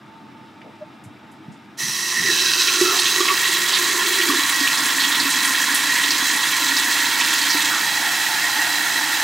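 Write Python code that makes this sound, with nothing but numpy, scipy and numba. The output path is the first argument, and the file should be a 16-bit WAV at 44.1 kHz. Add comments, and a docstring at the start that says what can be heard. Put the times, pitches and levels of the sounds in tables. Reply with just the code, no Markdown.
"""First a steady rush with a faint whistle in a small bathroom, a few handling ticks and one soft bloop.
At 1.8 s the tap opens, right of the microphone, and runs hard into the basin: jet and valve hiss, spray
patters on the bowl, bubbles ring in the churned water and trapped air throbs and gulps in the filling
drain. Near the end a cloth softens the stream. Close, hard walls add a short tail."""
import sys
import numpy as np
from scipy import signal
from scipy.fft import rfft, irfft, next_fast_len
from scipy.io import wavfile
from numba import njit

SR = 44100
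rng = np.random.default_rng(int(sys.argv[2]) if len(sys.argv) > 2 else 0)


def materialize(psi):
    """Save the field psi as 16-bit PCM at rate SR to the path in sys.argv[1].

    A 1-D psi becomes a single channel; in a 2-D psi each row is a channel.
    """
    bounded = np.clip(np.atleast_2d(psi).T, -1, 1)
    quanta = np.round(bounded * 32767).astype(np.int16)
    wavfile.write(sys.argv[1], SR, quanta)


N = 407043
TIME = np.arange(N) / SR

# spectral shapes of room tone, jet and spray: f/Hz, relative level/dB
RUSH_SPECTRUM = [(40, -36), (85, -11), (135, -0.5), (300, 3.5), (450, -15), (650, -4.5), (1400, -8.5),
                 (2800, -14), (7000, -32.5), (16000, -41)]
JET_SPECTRUM = [(100, -12), (200, -11.5), (500, -16.5), (1300, -24), (2500, -4.5), (5000, -1), (9000, 2),
                (16000, -10.5)]
SPRAY_SPECTRUM = [(500, -15), (1200, -10), (2400, 0.5), (3000, 2.5), (4500, -2.5), (6500, 1), (9000, -1),
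                  (12000, -25), (16000, 0)]
# handling ticks and thuds at the tap: t/s, level/dB, centre f/Hz, decay/s
HANDLING_TICKS = [(.615, -39.5, 2000, .007), (.64, -41, 520, 0.032), (1.036, -50.5, 8140, 0.018),
                  (1.052, -38, 132, .025), (1.312, -55, 8500, .016), (1.476, -37, 202, .028),
                  (1.515, -55, 6500, .022), (1.82, -37.5, 164, 0.069), (2.15, -35.5, 190, .12)]
# the tap opens in two turns: t/s, relative flow level/dB
TAP_FLOW = [(1.8, -8), (2.0, -5), (2.22, -3), (2.33, 3.5)]
# pitch of the bubble cloud, sinking as the cloud grows: t/s, f/Hz
CLOUD_PITCH = [(1.85, 1070), (4.0, 1063), (4.8, 1017), (7.6, 970), (7.95, 834), (9.2, 840)]
# the drain swallows harder for a moment: t/s, level/dB, length/s
DRAIN_SURGES = [(2.301, -32, .06), (2.88, -26, 0.093), (3.253, -34, 0.11), (4.064, -35, 0.39),
                (4.334, -27, 0.043), (5.2, -36, .25)]
# the jet hits the drain mouth squarely: t/s, level/dB, length/s
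MOUTH_HITS = [(2.176, -23, 0.044), (2.277, -21, 0.043), (2.897, -27.5, .06), (3.299, -26, .035)]
# modes of the metal drain fitting: f/Hz, width/Hz, relative level/dB
FITTING_MODES = [(2624, 114, 13.5), (3070, 210, 7.5), (3925, 116, 18), (5240, 870, 9)]
# the loudest splashes: t/s, level/dB, centre f/Hz, decay/s
LOUD_SPLASHES = [(2.386, -20, 3950, 0.0087), (2.619, -15, 4000, 0.0063), (2.678, -17, 2640, 0.017),
                 (2.92, -31, 810, .05), (2.988, -12, 4060, 0.0086), (3.05, -19, 3100, .03),
                 (3.281, -15.5, 2430, .011), (3.437, -20.5, 2760, 0.016), (3.726, -15, 3750, 0.03),
                 (4.209, -20, 2650, .016), (4.674, -9.5, 2600, 0.0051), (4.772, -19, 4740, 0.012),
                 (4.997, -18, 3860, 0.021), (5.198, -15, 4300, 0.011), (5.447, -18, 8600, 0.014),
                 (5.742, -17.5, 9600, 0.017), (5.94, -21, 2100, .05), (6.036, -16.5, 3150, 0.0099),
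                 (6.104, -16.5, 5000, 0.013), (6.765, -15, 4600, 0.0098), (7.207, -16.5, 2980, 0.015),
                 (7.49, -18.5, 4900, 0.042), (7.7, -21.5, 1320, 0.062)]
# gulps of air in the drain: t/s, level/dB, f/Hz
DRAIN_GULPS = [(2.812, -6.5, 358), (3.203, -13, 358), (3.205, -5, 1160), (3.3, -11, 1140),
               (4.291, -13.5, 286), (4.299, -4.5, 1166), (4.609, -18.5, 279.4), (6.223, -21.5, 278),
               (7.547, -17, 293)]
# resonances of bowl and pipework: f/Hz, width/Hz, lift/dB
BOWL_MODES = [(1410, 50, 4), (1740, 150, 6), (1900, 80, 8.5), (2225, 40, 4), (2615, 60, 4), (3310, 110, 8),
              (4020, 220, 6), (4780, 70, 3), (5910, 100, 2), (6420, 70, 4), (7400, 330, 2), (11700, 200, 3),
              (13580, 520, 3)]
# the basin as heard from the microphone: f/Hz, left minus right level/dB
BASIN_BALANCE = [(250, -1.5), (1000, -4.2), (2000, -2.3), (4500, -4.2), (10000, 0)]

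OPENING_S = (1.771, 1.803)   # the valve goes from shut to open
COVER_AT_S, COVER_TAKES_S = 2.29, 1.31   # water spreads over the drain fitting
FLOOD_AT_S, FLOOD_TAKES_S = 4.22, 0.29   # the drain floods
CLOTH_AT_S, CLOTH_TAKES_S = 7.6, 0.26   # a cloth is held in the stream


def from_db(db):
    """Decibels to gain."""
    return 10 ** (np.asarray(db) / 20)


def unit_rms(x):
    """Scale to an rms of 1."""
    return x / np.sqrt(np.mean(x ** 2) + 1e-20)


def at_hz(points, hz):
    """Read a spectrum on a log-frequency axis."""
    f, value = np.transpose(points)
    return np.interp(np.log(hz + 1e-9), np.log(f), value)


def ramp(at_s, takes_s):
    """Go from 0 to 1, starting at at_s."""
    return np.clip((TIME - at_s) / takes_s, 0, 1)


def swells(steady, rows):
    """A gain with bell-shaped swells added in power."""
    power = sum(from_db(db) ** 2 * np.exp(-2 * np.minimum(((TIME - s) / length) ** 2, 20))
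                for s, db, length in rows)
    return np.sqrt(steady ** 2 + power)


def drift(rate_hz):
    """A smooth random wander of spread 1."""
    pole = np.exp(-80 * np.pi * rate_hz / SR)
    slow = signal.lfilter([1], [1, -2 * pole, pole * pole], rng.standard_normal(N // 40 + 2002))[2000:]
    return np.interp(np.arange(N) / 40, np.arange(len(slow)), unit_rms(slow))


def band(x, low_hz, high_hz):
    """Butterworth band-pass."""
    edges = [low_hz, min(high_hz, SR / 2 - 1000)]
    return signal.sosfilt(signal.butter(2, edges, "band", fs=SR, output="sos"), x)


def resonate(x, hz, width_hz, passes=1):
    """A steady resonance with gain 1 at its peak."""
    r = np.exp(-np.pi * width_hz / SR)
    feedback = [1, -2 * r * np.cos(2 * np.pi * hz / SR), r * r]
    for _ in range(passes):
        x = signal.lfilter(np.array([1, 0, -1]) * (1 - r * r) / 2, feedback, x + 1e-18)
    return x


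@njit
def glide(x, hz, width_hz, passes):
    """A resonance whose centre moves."""
    out = x.copy()
    for _ in range(passes):
        state = 0j
        for i in range(len(x)):
            state = state * np.exp((2j * hz[i] - width_hz) * np.pi / SR) + out[i]
            out[i] = state.real
    return out


def impacts(per_s, spread_db):
    """Random clicks, many small and a few large."""
    sizes = from_db(spread_db * np.minimum(rng.exponential(1, N), 6)) * rng.choice([-1, 1], N)
    return unit_rms(sizes * (rng.random(N) < per_s / SR))


def colour(sources, spectrum, flicker_db, flicker_hz):
    """Half-octave bands drawn in turn from two sources; neighbours flare up together."""
    edges = 31 * 2 ** (np.arange(20) / 2)
    out, below = 0, drift(flicker_hz)
    for k, (low, high) in enumerate(zip(edges, edges[1:])):
        above = drift(flicker_hz)
        band_db = at_hz(spectrum, np.sqrt(low * high)) + flicker_db * (below + above)
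        out = out + band(sources[k % 2], low, high) * from_db(band_db)
        below = above
    return unit_rms(out)


def bursts(rows, span, spread_db, attack_share=.35):
    """Clusters of clicks that rise quickly and die away, each in its own band."""
    out, clicks = np.zeros(N), impacts(9000, spread_db)
    for s, db, hz, decay in rows:
        live = slice(int(s * SR), int((s + 5 * decay) * SR))
        age = (TIME[live] - s) / decay
        grains = unit_rms(band(clicks[live], hz / (1 + span), hz * (1 + span)))
        out[live] += from_db(db) * grains * np.clip(age / attack_share, 0, 1) * np.exp(attack_share - age)
    return out


def room_rush(db=-45, whistle_db=-47, fade_db_per_s=3):
    """Room tone around the microphone: a steady rush and a faint two-note whistle that dies away."""
    white = rng.standard_normal((2, N))
    low_note = resonate(white[0], 885, 26, passes=2)
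    high_note = resonate(resonate(white[1], 1040, 140), 1230, 110)
    whistle = from_db(whistle_db - fade_db_per_s * TIME) * unit_rms(low_note + 0.49 * high_note)
    return from_db(db) * colour(white, RUSH_SPECTRUM, flicker_db=0.6, flicker_hz=28) + whistle


def handling():
    """A hand at the tap makes small ticks and thuds."""
    return bursts(HANDLING_TICKS, span=0.33, spread_db=3)


def bloop(at_s, hz, db, length_s):
    """One soft, nearly pure note swells and stops."""
    return from_db(db) * np.exp(-((TIME - at_s) / length_s) ** 2) * np.sin(2 * np.pi * hz * TIME)


def jet(cloth, db=-31, cloth_db=-1.5):
    """The aerated stream hisses smoothly, a little less in the cloth."""
    hiss = colour(rng.standard_normal((2, N)), JET_SPECTRUM, flicker_db=.3, flicker_hz=20)
    return from_db(db + cloth_db * cloth) * hiss


def spray(flow_db, covered, cloth, db=-28.5, wet_db=2, cloth_db=-2.5):
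    """Droplets patter on the bowl in clumps; the cloth softens and steadies them."""
    drops = [impacts(per_s=4500, spread_db=2.5) for _ in range(2)]
    unrest_db = 0.46 + 0.59 * from_db(flow_db) * (1 - cloth)
    patter = colour(drops, SPRAY_SPECTRUM, flicker_db=unrest_db, flicker_hz=29)
    level_db = db + flow_db + wet_db * covered + cloth_db * cloth
    return from_db(level_db + unrest_db * drift(93)) * patter


def bubbles(low_hz, high_hz, per_s, cycles, spread_db, sizes=16):
    """Bubbles of assorted sizes, each ringing briefly."""
    births, size = impacts(per_s, spread_db), rng.integers(0, sizes, N)
    pitches = np.geomspace(low_hz, high_hz, sizes)
    return unit_rms(sum(resonate(births * (size == k), hz, 2 * hz / cycles)
                        for k, hz in enumerate(pitches)))


def pinch_off(rows, attack_s, rise):
    """Bubbles pinch off and ring, rising slightly in pitch as they die."""
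    out = np.zeros(N)
    for s, db, hz, t60 in rows:
        live = slice(int(s * SR), int((s + t60) * SR))
        age = TIME[live] - TIME[live.start]
        envelope = from_db(db - 60 * age / t60) * (1 - np.exp(-age / attack_s))
        out[live] += envelope * np.sin(2 * np.pi * hz * age * (1 + rise * age / t60))
    return out


def plinks(low_hz, high_hz, cycles, spread_db, count=420):
    """Single small bubbles stand out with a clear pitch."""
    when, size, strength = rng.random((count, 3)).T
    hz = low_hz * (high_hz / low_hz) ** size
    rows = zip(when * TIME[-1], -spread_db * strength, hz, cycles / hz)
    return pinch_off(rows, attack_s=0.0021, rise=0.076)


def churn():
    """Where the jet plunges, small bubbles ring and the hollow of the basin sounds."""
    small = bubbles(low_hz=1490, high_hz=2155, per_s=2500, cycles=13.4, spread_db=2)
    hollow = unit_rms(resonate(impacts(830, 2), hz=1854, width_hz=120, passes=2))
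    return unit_rms(small + 0.16 * hollow)


def froth():
    """Larger bubbles ring singly and swing together as a cloud."""
    single = bubbles(low_hz=970, high_hz=1480, per_s=3000, cycles=6.2, spread_db=4)
    cloud_hz = np.interp(TIME, *np.transpose(CLOUD_PITCH))
    cloud = unit_rms(glide(impacts(2500, 2.86), cloud_hz, width_hz=260., passes=2))
    return unit_rms(from_db(-1.5) * single + cloud)


def bubbling(gather_s=0.73, churn_db=-30, froth_db=-31.5):
    """Churn, plinks and froth grow as the pool deepens."""
    shallow = np.exp(-np.maximum(TIME - OPENING_S[0], 0) / gather_s)
    pings = from_db(8.5) * plinks(low_hz=1607, high_hz=5604, cycles=156, spread_db=6.5)
    small = from_db(churn_db - 23 * shallow) * (churn() + pings)
    return small + from_db(froth_db - 12.5 * shallow) * froth()


def drain_cavity(flow_db, cloth, open_hz=364, flooded_hz=266, climb_hz_per_s=8, db=-43, cloth_db=-3):
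    """Air trapped in the drain throbs, lower once it floods; the cloth shields it from the jet."""
    climbing_hz = flooded_hz + climb_hz_per_s * (TIME - FLOOD_AT_S)
    hz = open_hz + (climbing_hz - open_hz) * ramp(FLOOD_AT_S, FLOOD_TAKES_S)
    ring = glide(impacts(700, 2.9), hz, width_hz=40., passes=1)
    throb = unit_rms(band(ring, 237, 400))
    return swells(from_db(db + flow_db + cloth_db * cloth), DRAIN_SURGES) * throb


def drain_mouth(covered, bare_hz=1890, sink_hz=850, db=-31.5):
    """The jet drums in the drain mouth, sinking in pitch and fading as water covers it."""
    hz = bare_hz - sink_hz * np.sqrt(covered)
    drum = unit_rms(glide(impacts(3000, 1.8), hz, width_hz=190., passes=2))
    return swells(from_db(db) * (1 - covered), MOUTH_HITS) * drum


def drain_fitting(flow_db, covered, db=-25, covered_db=-7.5):
    """The jet rings the metal fitting, more softly under water."""
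    hits = impacts(per_s=4500, spread_db=3.8)
    metal = sum(from_db(level) * resonate(hits, hz, width) * (-1) ** k
                for k, (hz, width, level) in enumerate(FITTING_MODES))
    return from_db(db + flow_db + covered_db * covered ** 2) * unit_rms(metal)


def valve_hiss(start_hz=5870, climb_hz=1100, waver_hz=69, db=-29, fade_at_s=3.14, fade_s=0.32):
    """Water squeezing through the valve excites a resonance that wavers, climbs and fades as it opens."""
    opened = ramp(COVER_AT_S, fade_at_s + fade_s - COVER_AT_S)
    hz = start_hz + climb_hz * opened ** 3 + waver_hz * drift(9.2)
    hiss = unit_rms(glide(rng.standard_normal(N), hz, width_hz=800., passes=2))
    return from_db(db) * (1 - ramp(fade_at_s, fade_s)) * hiss


def splashes(small_db=-22, low_hz=2600, high_hz=9000, decay_s=0.015, count=16):
    """Loud splashes, and smaller ones at random while the full stream falls freely."""
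    free_fall_s = CLOTH_AT_S - COVER_AT_S
    small = [(COVER_AT_S + when * free_fall_s, small_db, low_hz * (high_hz / low_hz) ** size, decay_s)
             for when, size in rng.random((count, 2))]
    return bursts(LOUD_SPLASHES + small, span=0.19, spread_db=-0.5)


def sizzle(covered, cloth, db=-42, cloth_db=3.5):
    """A fine, very high sizzle comes in with the standing water and grows with the cloth."""
    fizz = unit_rms(resonate(impacts(9000, 2), hz=13400, width_hz=800, passes=2))
    return from_db(db + cloth_db * cloth) * covered * fizz


def gulps(cycles=37.5):
    """Big bubbles pinch off in the drain; the lower ones ring longer."""
    return pinch_off([(s, db, hz, cycles / hz) for s, db, hz in DRAIN_GULPS], attack_s=0.0026, rise=0.01)


def bowl(x):
    """The basin lifts its own resonances."""
    for hz, width, lift_db in BOWL_MODES:
        x = x + (from_db(lift_db) - 1) * resonate(x, hz, width)
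    return x


def bathroom(x, side_db, tail_db=-7.5, t60_s=0.21):
    """Hard walls close to the microphone add a short stereo tail."""
    age = TIME[:SR // 2]
    mid, side = rng.standard_normal((2, len(age))) * from_db(-60 * age / t60_s)
    spread = from_db(side_db) * band(side, 50, 6400) * [[1], [-1]]
    tail = from_db(tail_db) * (mid + spread) / np.linalg.norm(mid)
    reflections = signal.fftconvolve(x[None], tail, axes=1)[:, :N]
    return (x + reflections) / np.sqrt(1 + from_db(tail_db) ** 2)


def to_the_right(x):
    """The basin stands right of the microphone; the lean varies with frequency."""
    size = next_fast_len(N + SR // 10)
    lean_db = at_hz(BASIN_BALANCE, np.arange(size // 2 + 1) * SR / size)
    return irfft(rfft(x, size) * from_db(lean_db * [[.5], [-.5]]), size)[:, :N]


def scene():
    """Room tone throughout; water on the right once the valve opens."""
    flow_db = np.interp(TIME, *np.transpose(TAP_FLOW))
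    valve = np.interp(TIME, OPENING_S, [0, 1])
    covered, cloth = ramp(COVER_AT_S, COVER_TAKES_S), ramp(CLOTH_AT_S, CLOTH_TAKES_S)
    water = bowl(jet(cloth) + spray(flow_db, covered, cloth) + bubbling())
    water += drain_cavity(flow_db, cloth) + drain_mouth(covered) + drain_fitting(flow_db, covered)
    water += valve_hiss() + splashes() + sizzle(covered, cloth)
    basin = bathroom(valve * water + gulps(), side_db=-8.5)
    ambience = bathroom(room_rush() + handling(), side_db=-3)
    return ambience + bloop(at_s=.826, hz=610, db=-28, length_s=0.013) + to_the_right(basin)


def record(dry):
    """The small microphone loses the deep bass and the highest treble; the top is cut steeply."""
    thin = signal.sosfilt(signal.butter(3, 76, "high", fs=SR, output="sos"), dry)
    soft = signal.sosfilt(signal.butter(2, 14800, fs=SR, output="sos"), thin)
    return signal.sosfilt(signal.ellip(12, .1, 80, 15750, fs=SR, output="sos"), soft)


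dry = scene()
out = record(dry)
materialize(out)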